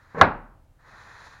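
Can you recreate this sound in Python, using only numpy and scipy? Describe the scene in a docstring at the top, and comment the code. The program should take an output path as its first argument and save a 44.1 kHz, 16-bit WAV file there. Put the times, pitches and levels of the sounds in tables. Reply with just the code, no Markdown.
"""Inside a workshop, one channel, over low rumble and faint hiss: a plywood board slides along a wooden boat's
framing (noise and tiny slips), touches down and chatters (soft ringing contacts over a dull grind).
It lands with one hard knock that overloads the recorder: board modes ring, hull and workshop answer in a
dense tail, and the hull booms on as a slow wandering low tone. After a pause a hand pushes the board on
with a dry rub, made like the first slide."""
import sys
import numpy as np
from scipy import signal
from scipy.fft import rfft, irfft, next_fast_len
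from scipy.io import wavfile
from scipy.ndimage import map_coordinates

SR = 44100
rng = np.random.default_rng(int(sys.argv[2]) if len(sys.argv) > 2 else 0)


def put_to_file(sound):
    """Save the sound as 16-bit audio at rate SR, in the file named by the first command-line argument."""
    columns = np.atleast_2d(sound).T  # one column per channel
    safe = np.clip(columns, -1, 1)
    whole_steps = np.round(safe * 32767)
    wavfile.write(sys.argv[1], SR, whole_steps.astype(np.int16))


N = 61739

# Room tone, rumble spectrum: f/Hz, density/dB per Hz (relative)
RUMBLE_SPECTRUM = [(12, -38), (20, -8.5), (43, -13.5), (90, -8.5), (141, -13.5), (179, -29.5), (321, -24),
                   (354, -31.5), (600, -42.5), (780, -73), (1320, -120)]
# Faint hiss spectrum: f/Hz, density/dB per Hz (relative)
HISS_SPECTRUM = [(290, -29.5), (500, 4.5), (2130, -12), (2330, -11.5), (2850, -13), (3490, -15.5),
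                 (4660, -18), (16000, -21.5)]
RUMBLE_DB, HISS_DB = -59, -71  # rms levels; the rumble wavers about its own

# Hull boom: t/s, level/dB before its waver
BOOM_LEVEL = [(.18, -62), (.21, -48), (.29, -48), (.37, -43), (.45, -48), (.55, -58), (.7, -63), (1.1, -64),
              (1.3, -75)]
BOOM_HZ, BOOM_WANDER_HZ = 37, 4  # centre; size of the random pitch wander

# Decay of the early answer of hull and workshop: f/Hz, t60/s
SHOP_DECAY = [(100, .3), (400, 0.17), (1000, 0.19), (2500, .15), (4500, .12), (7000, 0.095), (12000, .06)]
# Colour of that dense answer: f/Hz, density/dB per Hz (relative)
SHOP_COLOUR = [(35, -30.5), (60, -4.5), (173, -8.5), (253, -3.5), (371, -14), (544, -7.5), (934, -5.5),
               (1020, -7), (1470, -8), (2200, -18), (2690, -21.5), (3150, -31), (4030, -28), (13000, -75.5)]
SHOP_DB, SHOP_RISE_S = 13.5, .006  # level relative to the contact; time constant of the swell
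LATE_DB, LATE_LONGER = -11.5, 2.763  # a weaker tail under it; its t60 as a multiple of the early one

# Board sliding on frame, one table a slide: t/s, body level/dB, treble level/dB, before their wavers
SLIDE_LEVELS = [
    [(0, -60.5, -73), (.1, -60, -73.5), (.14, -56, -70), (.17, -42.5, -68), (.19, -38.5, -54),
     (.212, -45, -62), (.26, -110, -115)],
    [(.74, -90, -93), (.77, -80, -105), (.8, -64.5, -79), (.84, -59, -75), (.88, -51.5, -64.5),
     (1.05, -49.5, -61.5), (1.18, -48.5, -60), (1.26, -50, -58), (1.4, -53, -64.5)],
]
# Broad resonances of the rubbed board: f/Hz, density/dB per Hz (relative)
RUB_BODY = [(120, -40), (200, -7.5), (233, -22), (311, -22.5), (424, -13.5), (728, -10.5), (888, -5.5),
            (1530, -4.5), (1820, -2.5), (2800, -32.5), (3640, -45.5), (6160, -120)]
# Treble of the rub: f/Hz, density/dB per Hz (relative)
RUB_TREBLE = [(1470, -32), (2500, 0.5), (2830, -14), (3460, -4.5), (3720, -3.5), (4050, 0), (4480, -6),
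              (5370, -10.5), (7060, -9.5), (7980, -28.5), (8950, -21.5), (10400, -22), (11500, -27),
              (14000, -39)]
SLIPS_PER_S, SLIP_SPREAD_DB = 2000, 2.5  # mean rate; mean random boost of a slip
SLIP_SHARE = .3  # rms of the slips against noise of rms 1

# The edge grinds before it lands: t/s, level/dB before its waver
JUDDER_LEVEL = [(.1455, -60), (.147, -35), (.165, -36), (.18, -30), (.19, -25), (.203, -25), (.211, -29),
                (.225, -50), (.25, -120)]
# Colour of the grind: f/Hz, density/dB per Hz (relative)
JUDDER_BODY = [(53, -37), (90, -12.5), (172, 4.5), (363, -13), (459, 7.5), (723, -11), (789, 1.5),
               (849, -17.5), (1070, 0), (1170, -10.5), (1600, -8), (3000, -38.5), (3900, -73.5),
               (6600, -120)]

# Contacts of board on frame: t/s, strength/dB, contact sharpness f/Hz
CONTACTS = [(.1462, -27, 500), (.1835, -27, 900), (.1895, -26, 600), (.198, -27, 500), (.212, 6, 6000),
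            (.2199, -7, 3000)]
# Modes of the board: f/Hz, level/dB before scatter and contact sharpness, t60/s
BOARD_MODES = [(94, -24, 0.17), (170.2, -23.5, .2), (259.3, -24.5, .11), (479, -33, .07),
               (537.6, -18.5, 0.023), (715, -11, .07), (790, -13, .09), (1075, -1, .05), (1340, -1, .045),
               (1660, -4, .035), (2052, -10.5, 0.024), (2730, -29.5, .02), (3594, -30, .02),
               (4172, -27.5, .02)]
SCATTER_DB, RISE_S = 1.5, .0014  # random spread of mode levels; time constant of the onset
CRACK_DB, CRACK_T60_S = -47, .05  # noise in each contact, level relative to its strength

CLIP_TOP, CLIP_HARD = 1.05, 3  # ceiling of the recorder input; sharpness of its knee
TOP_HZ = 16100  # band limit of the recorder


def amp(db):
    """dB to gain."""
    return 10 ** (np.asarray(db) / 20)


def unit(x):
    """Scaled to rms 1."""
    return x / np.sqrt(np.mean(x ** 2) + 1e-20)


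def along(points, hz):
    """Values of (f/Hz, value) points, read on a log frequency axis."""
    f, v = np.transpose(points)
    return np.interp(np.log(hz + 1), np.log(f + 1), v)


def curve(rows):
    """A (t/s, level/dB) curve per sample: -120 dB before its first point, the last level held after."""
    s, db = np.transpose(rows)
    return np.interp(np.arange(N) / SR, s, db, left=-120, right=db[-1])


def wobble(rate):
    """A smooth random curve, rate knots a second."""
    knots = rng.standard_normal(int(N * rate / SR) + 4)
    return map_coordinates(knots, [np.arange(N) * rate / SR])


def filtered(x, response):
    """x times a response of frequency, padded so the ends do not wrap round."""
    m = next_fast_len(N + SR // 2)
    return irfft(rfft(x, m) * response(np.fft.rfftfreq(m, 1 / SR)), m)[..., :N]


def coloured(x, spectrum):
    """x shaped to a spectrum, rms 1."""
    return unit(filtered(x, lambda hz: amp(along(spectrum, hz))))


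def room_tone():
    """The place at rest: low uneven rumble and a faint steady hiss, both shaped noise."""
    rumble = amp(RUMBLE_DB + 1.2 * wobble(7)) * coloured(rng.standard_normal(N), RUMBLE_SPECTRUM)
    hiss = amp(HISS_DB) * coloured(rng.standard_normal(N), HISS_SPECTRUM)
    return rumble + hiss


def hull_boom():
    """The hull's slow low wave around and after the landing, unsteady in pitch and level."""
    turns = np.cumsum(BOOM_HZ + BOOM_WANDER_HZ * wobble(12)) / SR
    wave = np.sqrt(2) * np.sin(2 * np.pi * turns)  # rms 1
    return amp(curve(BOOM_LEVEL) + 1.9 * wobble(21)) * wave


def shop_answer(sharp_hz):
    """Dense tail of hull and workshop: noise, each frequency dying at its own speed; soft contacts dull it."""
    hz, t, z = signal.stft(rng.standard_normal(SR), SR, nperseg=256)
    fall_db = -60 * t / along(SHOP_DECAY, hz)[:, None]
    fall = amp(fall_db) + amp(LATE_DB + fall_db / LATE_LONGER)
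    gain = amp(along(SHOP_COLOUR, hz)[:, None]) * fall
    softness = 1 + (hz[:, None] / sharp_hz) ** 2
    tail = signal.istft(z * gain / softness, SR, nperseg=256)[1][:SR]
    swell = 1 - np.exp(-np.arange(SR) / SR / SHOP_RISE_S)
    return tail / np.linalg.norm(tail) * swell  # energy 1 before the swell


def fibre_slips():
    """Wood fibres catching: tiny impulses of random time, size and sign, rms 1."""
    caught = rng.random(N) < SLIPS_PER_S / SR
    size = amp(SLIP_SPREAD_DB * rng.exponential(size=N))
    return unit(caught * size * np.sign(rng.normal(size=N)))


def slide():
    """Both slides: the same slips, each time with fresh noise, drive the board's broad resonances and a treble."""
    body_db, treble_db = (
        np.max([curve(np.array(rows)[:, [0, column]]) for rows in SLIDE_LEVELS], axis=0)
        for column in (1, 2))
    slips = SLIP_SHARE * fibre_slips()
    body_level = amp(body_db + 1.3 * wobble(45))
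    body = body_level * coloured(slips + rng.standard_normal(N), RUB_BODY)
    treble_level = amp(treble_db + .6 * wobble(30))
    treble = treble_level * coloured(slips + rng.standard_normal(N), RUB_TREBLE)
    return body + treble


def judder():
    """A dull uneven grind of the edge from first touch to landing: shaped noise with a fast waver."""
    level = amp(curve(JUDDER_LEVEL) + 0.83 * wobble(150))
    return level * coloured(rng.standard_normal(N), JUDDER_BODY)


def knocks():
    """Each contact rings the board's modes, then hull and workshop answer; soft contacts wake mostly low tones."""
    out, t = np.zeros(N + SR), np.arange(SR) / SR
    hz, level, t60 = np.transpose(BOARD_MODES)[..., None]
    onset = 1 - np.exp(-t / RISE_S)
    for s, db, sharp_hz in CONTACTS:
        scatter = SCATTER_DB * rng.standard_normal(hz.shape)
        size = amp(level + scatter) / (1 + (hz / sharp_hz) ** 2)
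        size[1::2] *= -1  # neighbouring modes start in opposite directions
        modes = size * amp(-60 * t / t60) * np.sin(2 * np.pi * hz * t)
        ring = modes.sum(0) * onset
        crack = amp(CRACK_DB - 60 * t / CRACK_T60_S) * rng.standard_normal(len(t))
        answer = amp(SHOP_DB) * shop_answer(sharp_hz)
        out[round(s * SR):][:len(t)] += amp(db) * (ring + crack + answer)
    return out[:N]


def scene():
    """Board, hull and workshop summed to one channel."""
    return (knocks() + judder() + slide() + hull_boom() + room_tone())[None]


def record(dry):
    """The recorder input overloads smoothly on the hard knock; then nothing stays above the band limit."""
    held = dry / (1 + np.abs(dry / CLIP_TOP) ** CLIP_HARD) ** (1 / CLIP_HARD)
    return filtered(held, lambda hz: hz < TOP_HZ)


dry = scene()
out = record(dry)
put_to_file(out)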